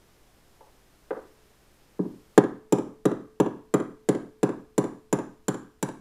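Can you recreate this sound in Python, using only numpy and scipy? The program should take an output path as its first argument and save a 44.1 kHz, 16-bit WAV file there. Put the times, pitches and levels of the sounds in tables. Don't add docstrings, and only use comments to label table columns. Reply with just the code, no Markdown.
import sys
import numpy as np
from scipy import signal
from scipy.fft import rfft, irfft, next_fast_len
from scipy.io import wavfile

SR = 44100
rng = np.random.default_rng(int(sys.argv[2]) if len(sys.argv) > 2 else 0)


def persist_wave(psi):
    counts = np.round(np.clip(psi, -1, 1) * 32767).astype(np.int16)
    wavfile.write(sys.argv[1], SR, np.atleast_2d(counts).T)


N = 264820

# frequency in Hz, noise density in dB.
ROOM_AIR = [(41, -41.5), (70, -30), (90, -63), (124, -36), (145, -2.5), (268, -4.5), (300, -2), (422, -3),
            (462, -5.5), (872, -9.5), (2600, -16), (14600, -23.5), (16000, -42.5)]
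# frequency in Hz, noise density in dB.
LOW_RUMBLE = [(8, 14), (25, 12.5), (45, 8), (80, 6), (160, -50), (400, -120)]
# start in seconds, level in dB, strongest pitch in Hz,
# roll-off above it in dB per octave.
PLACING_TAPS = [(0.608, -24.5, 850, 17), (1.107, -11.5, 485, 1.5), (1.9923, -10, 183, 5.5)]
# pitch in Hz, level in dB, time to fall 60 dB in seconds.
ENGINE_MODES = [(139.5, -16, 0.13), (179.6, -5, 0.096), (260.4, -5.5, 0.45), (303.8, -1, 0.046),
                (415.7, -5, 0.09), (532.4, -0.5, 0.089), (503.2, 7, 0.016), (753, -29.5, 0.29),
                (851.5, -22.5, 0.21), (996, -16, 0.1), (1155, -21.5, 0.21), (1180, -20, 0.0033),
                (1616, -16.5, 0.045), (433, -37, 1.33)]
# frequency in Hz, noise density in dB.
CLATTER_COLOUR = [(350, -23), (700, 2.5), (1000, 4.5), (1400, -2), (1700, -6), (2200, -11.5), (3500, -21.5),
                  (6000, -56.5)]
# delay in seconds, level in dB, treble cutoff in Hz.
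NEAR_SURFACES = [(.00644, -4, 1983), (.00882, -3, 443), (0.017, -18, 2540)]
# delay in seconds, level in dB, treble cutoff in Hz.
FAR_SURFACES = [(0.0606, -10, 2445), (.0636, -18.5, 445)]
# frequency in Hz, time to fall 60 dB in seconds.
TAIL_DECAY = [(130, 0.48), (400, 0.35), (1200, 0.41), (3500, 0.44), (8000, 0.43), (15000, 0.34)]
# frequency in Hz, gain in dB.
TAIL_COLOUR = [(100, -1), (170, -7.5), (300, 4), (600, 1), (1300, 8.5), (3000, 0.5), (6100, -1),
               (7250, -8.5), (9000, -2.5), (15000, -12.5)]
# start in seconds, then engine thud, loose-part rattle and steel ring,
# each in dB against an ordinary blow.
HARD_BLOWS = [(2.377, 2.5, 6.5, -4), (2.7239, 1, 0.5, 2.5), (3.0544, .2, -1, -6.5), (3.4, 0.6, 1.5, -6.5),
              (3.7395, -0.2, 1.5, 0.5), (4.0878, -.5, 0.9, -0.2), (4.4303, -1.3, 0.2, -4),
              (4.7796, -1.5, 0, 2.5), (5.1270, -3.5, 2.5, 3.5), (5.4821, -7, -1.2, 4.5),
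              (5.8268, -11, -5, 2.1)]
# frequency in Hz,
# gain in an ordinary blow in dB, dB gained per dB of thud.
THUD_DRIVE = [(199, -2.5, 0.36), (367, 0.14, 1.29), (540, 0.66, .9), (1200, 0, .5)]
# frequency in Hz, noise density in dB.
SNAP_COLOUR = [(300, -39), (750, -2), (1250, 4), (1650, -10), (2150, -2), (3000, -9), (4300, -16),
               (8000, -34.5)]
# frequency in Hz, noise density in dB.
CRACK_COLOUR = [(600, 3.5), (1200, -3), (1800, -6.5), (2500, -2.5), (3800, 1.5), (5000, -7), (6200, 1.5),
                (7300, -9), (8500, -0.5), (10000, 2), (12000, -8.5), (15000, -9.5)]
# pitch in Hz, width in Hz, level in dB.
PUNCH_MODES = [(6060, 250, -12), (7220, 110, 11.5), (7330, 160, 4), (9540, 430, -21), (9700, 200, -8.5)]


def amp(db):
    return 10 ** (np.asarray(db) / 20)


def along(points, hz):
    freqs, values = np.transpose(points)
    return np.interp(np.log(hz + 1), np.log(freqs + 1), values)


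def filtered(x, response):
    size = next_fast_len(len(x) + SR // 10, real=True)
    return irfft(rfft(x, size) * response(np.fft.rfftfreq(size, 1 / SR)), size)[:len(x)]


def coloured(x, points, size=4096):
    cepstrum = irfft(np.log(amp(along(points, np.fft.rfftfreq(size, 1 / SR)))))
    folded = np.r_[cepstrum[0], 2 * cepstrum[1:size // 2]]
    impulse = irfft(np.exp(rfft(folded, size)))
    return signal.oaconvolve(x, impulse)[:len(x)]


def noise(spectrum, size):
    x = filtered(rng.standard_normal(size), lambda hz: amp(along(spectrum, hz)))
    return x / np.sqrt(np.mean(x ** 2) + 1e-20)


def add(out, start_s, sound):
    out[round(start_s * SR):][:len(sound)] += sound


def room_tone(air_db=-62, hum_db=-72, whine_db=-84):
    hum, whine = np.sqrt(2) * np.sin(2 * np.pi * np.outer([120, 5120], np.arange(N) / SR))
    return amp(air_db) * noise(ROOM_AIR, N) + amp(hum_db) * hum + amp(whine_db) * whine


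def tap(thud, t, level_db, centre_hz, fall_db_per_oct, rise_db_per_oct=19.5):
    body = thud.copy()
    add(body, 0, clatter(t))
    octaves = np.arange(-2, 6)
    gains_db = level_db + np.minimum(rise_db_per_oct * octaves, -fall_db_per_oct * octaves)
    return coloured(body, np.c_[centre_hz * 2. ** octaves, gains_db])


def engine_thud(t, level_db=-6.5):
    modes = ((-1) ** k * amp(db - 60 * t / t60) * np.sin(2 * np.pi * hz * t)
             for k, (hz, db, t60) in enumerate(ENGINE_MODES))
    return amp(level_db) * sum(modes)


def low_cut(x):
    for corner_hz, damping in (128, 0.47), (105, np.sqrt(2)):
        x = filtered(x, lambda hz: -hz ** 2 / (corner_hz ** 2 - hz ** 2 + 1j * damping * hz * corner_hz))
    return x


def clatter(t, level_db=-16.0, t60=0.031, attack_s=0.00084):
    return amp(level_db - 60 * t / t60) * noise(CLATTER_COLOUR, len(t)) * (1 - np.exp(-t / attack_s))


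def echoes(x, surfaces):
    def reflections(hz):
        return sum(amp(db) * np.exp(-2j * np.pi * hz * delay_s) / (1 + 1j * hz / cutoff_hz)
                   for delay_s, db, cutoff_hz in surfaces)
    return filtered(x, lambda hz: 1 + reflections(hz))


def room_tail(hit, standing_waves, split_hz=550, build_s=0.013):
    hz, t, lows = signal.stft(standing_waves, SR, nperseg=512)
    highs = signal.stft(rng.standard_normal(len(standing_waves)), SR, nperseg=512)[2]
    wash = np.where(hz[:, None] < split_hz, lows, highs)
    hit_spectrum = np.linalg.norm(signal.stft(hit, SR, nperseg=512)[2], axis=1)
    colour = hit_spectrum * amp(along(TAIL_COLOUR, hz))
    decay = amp(-60 * t / along(TAIL_DECAY, hz)[:, None])
    tail = signal.istft(wash * colour[:, None] * decay, SR, nperseg=512)[1][:len(standing_waves)]
    tail = low_cut(tail) * (1 - np.exp(-np.arange(len(tail)) / SR / build_s))
    return tail * np.linalg.norm(hit) / np.linalg.norm(tail)


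def blow(thud, t, thud_db, rattle_db, ring_db):
    hit = coloured(thud, [(hz, db + follows * thud_db) for hz, db, follows in THUD_DRIVE])
    loose_parts = low_cut(amp(rattle_db) * clatter(t) + snap(t, rattle_db))
    steel = crack(t, ring_db) + ping(t, ring_db)
    add(hit, 0, loose_parts + steel)
    return hit


def snap(t, rattle_db, level_db=-31.5, growth=2.2, t60=0.036, attack_s=0.0011):
    decay = amp(level_db + growth * rattle_db - 60 * t / t60)
    return decay * noise(SNAP_COLOUR, len(t)) * (1 - np.exp(-t / attack_s))


def crack(t, ring_db, level_db=-25, chatter_s=0.0033, t60=0.018, after_db=-25, after_t60=0.2):
    tilt = [(4500, 0.5 + 0.19 * ring_db), (9000, -0.5 + 0.55 * ring_db)]
    burst = filtered(noise(CRACK_COLOUR, len(t)), lambda hz: amp(along(tilt, hz)))
    chatter = amp(-60 * np.maximum(t - chatter_s, 0) / t60)
    after_ring = amp(after_db - 60 * t / after_t60)
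    attack = 1 - np.exp(-t / 0.001)
    return amp(level_db) * burst * (chatter + after_ring) * attack


def ping(t, ring_db, level_db=-19, t60=0.021, attack_s=0.00011):
    def resonances(hz):
        return sum(amp(db) * 1j * hz * width / (pitch ** 2 - hz ** 2 + 1j * hz * width)
                   for pitch, width, db in PUNCH_MODES)
    envelope = amp(-60 * t / t60) * (1 - np.exp(-t / attack_s))
    ring = filtered(rng.standard_normal(len(t)), resonances) * envelope
    return amp(level_db + ring_db) * ring * np.linalg.norm(envelope) / np.linalg.norm(ring)


def hammering(tail_db=-8.5):
    out = np.zeros(N + SR)
    t = np.arange(SR // 4) / SR
    thud = low_cut(engine_thud(np.arange(SR) / SR))
    standing_waves = rng.standard_normal(SR // 2)
    for stroke, cues in (tap, PLACING_TAPS), (blow, HARD_BLOWS):
        for start_s, *touch in cues:
            hit = stroke(thud, t, *touch)
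            add(out, start_s, echoes(hit, NEAR_SURFACES))
            add(out, start_s, amp(tail_db) * room_tail(hit[:len(t)], standing_waves))
    return echoes(out[:N], FAR_SURFACES)


def duck(x, threshold_db=-9, depth_db=7.0, attack_s=0.017):
    held_peak_db = 20 * np.log10(np.maximum.accumulate(np.abs(x)) + 1e-9)
    target_db = np.clip(held_peak_db - threshold_db, 0, depth_db)
    pole = np.exp(-1 / (attack_s * SR))
    cut_db = signal.lfilter([1 - pole], [1, -pole], target_db)
    return x * amp(-cut_db)


def scene():
    return (hammering() + room_tone())[None]


def record(dry, rumble_db=-63, top_hz=15700):
    mix = duck(dry[0]) + amp(rumble_db) * noise(LOW_RUMBLE, N)
    return filtered(mix, lambda hz: 1 / np.sqrt(1 + (hz / top_hz) ** 120))[None]


dry = scene()
out = record(dry)
persist_wave(out)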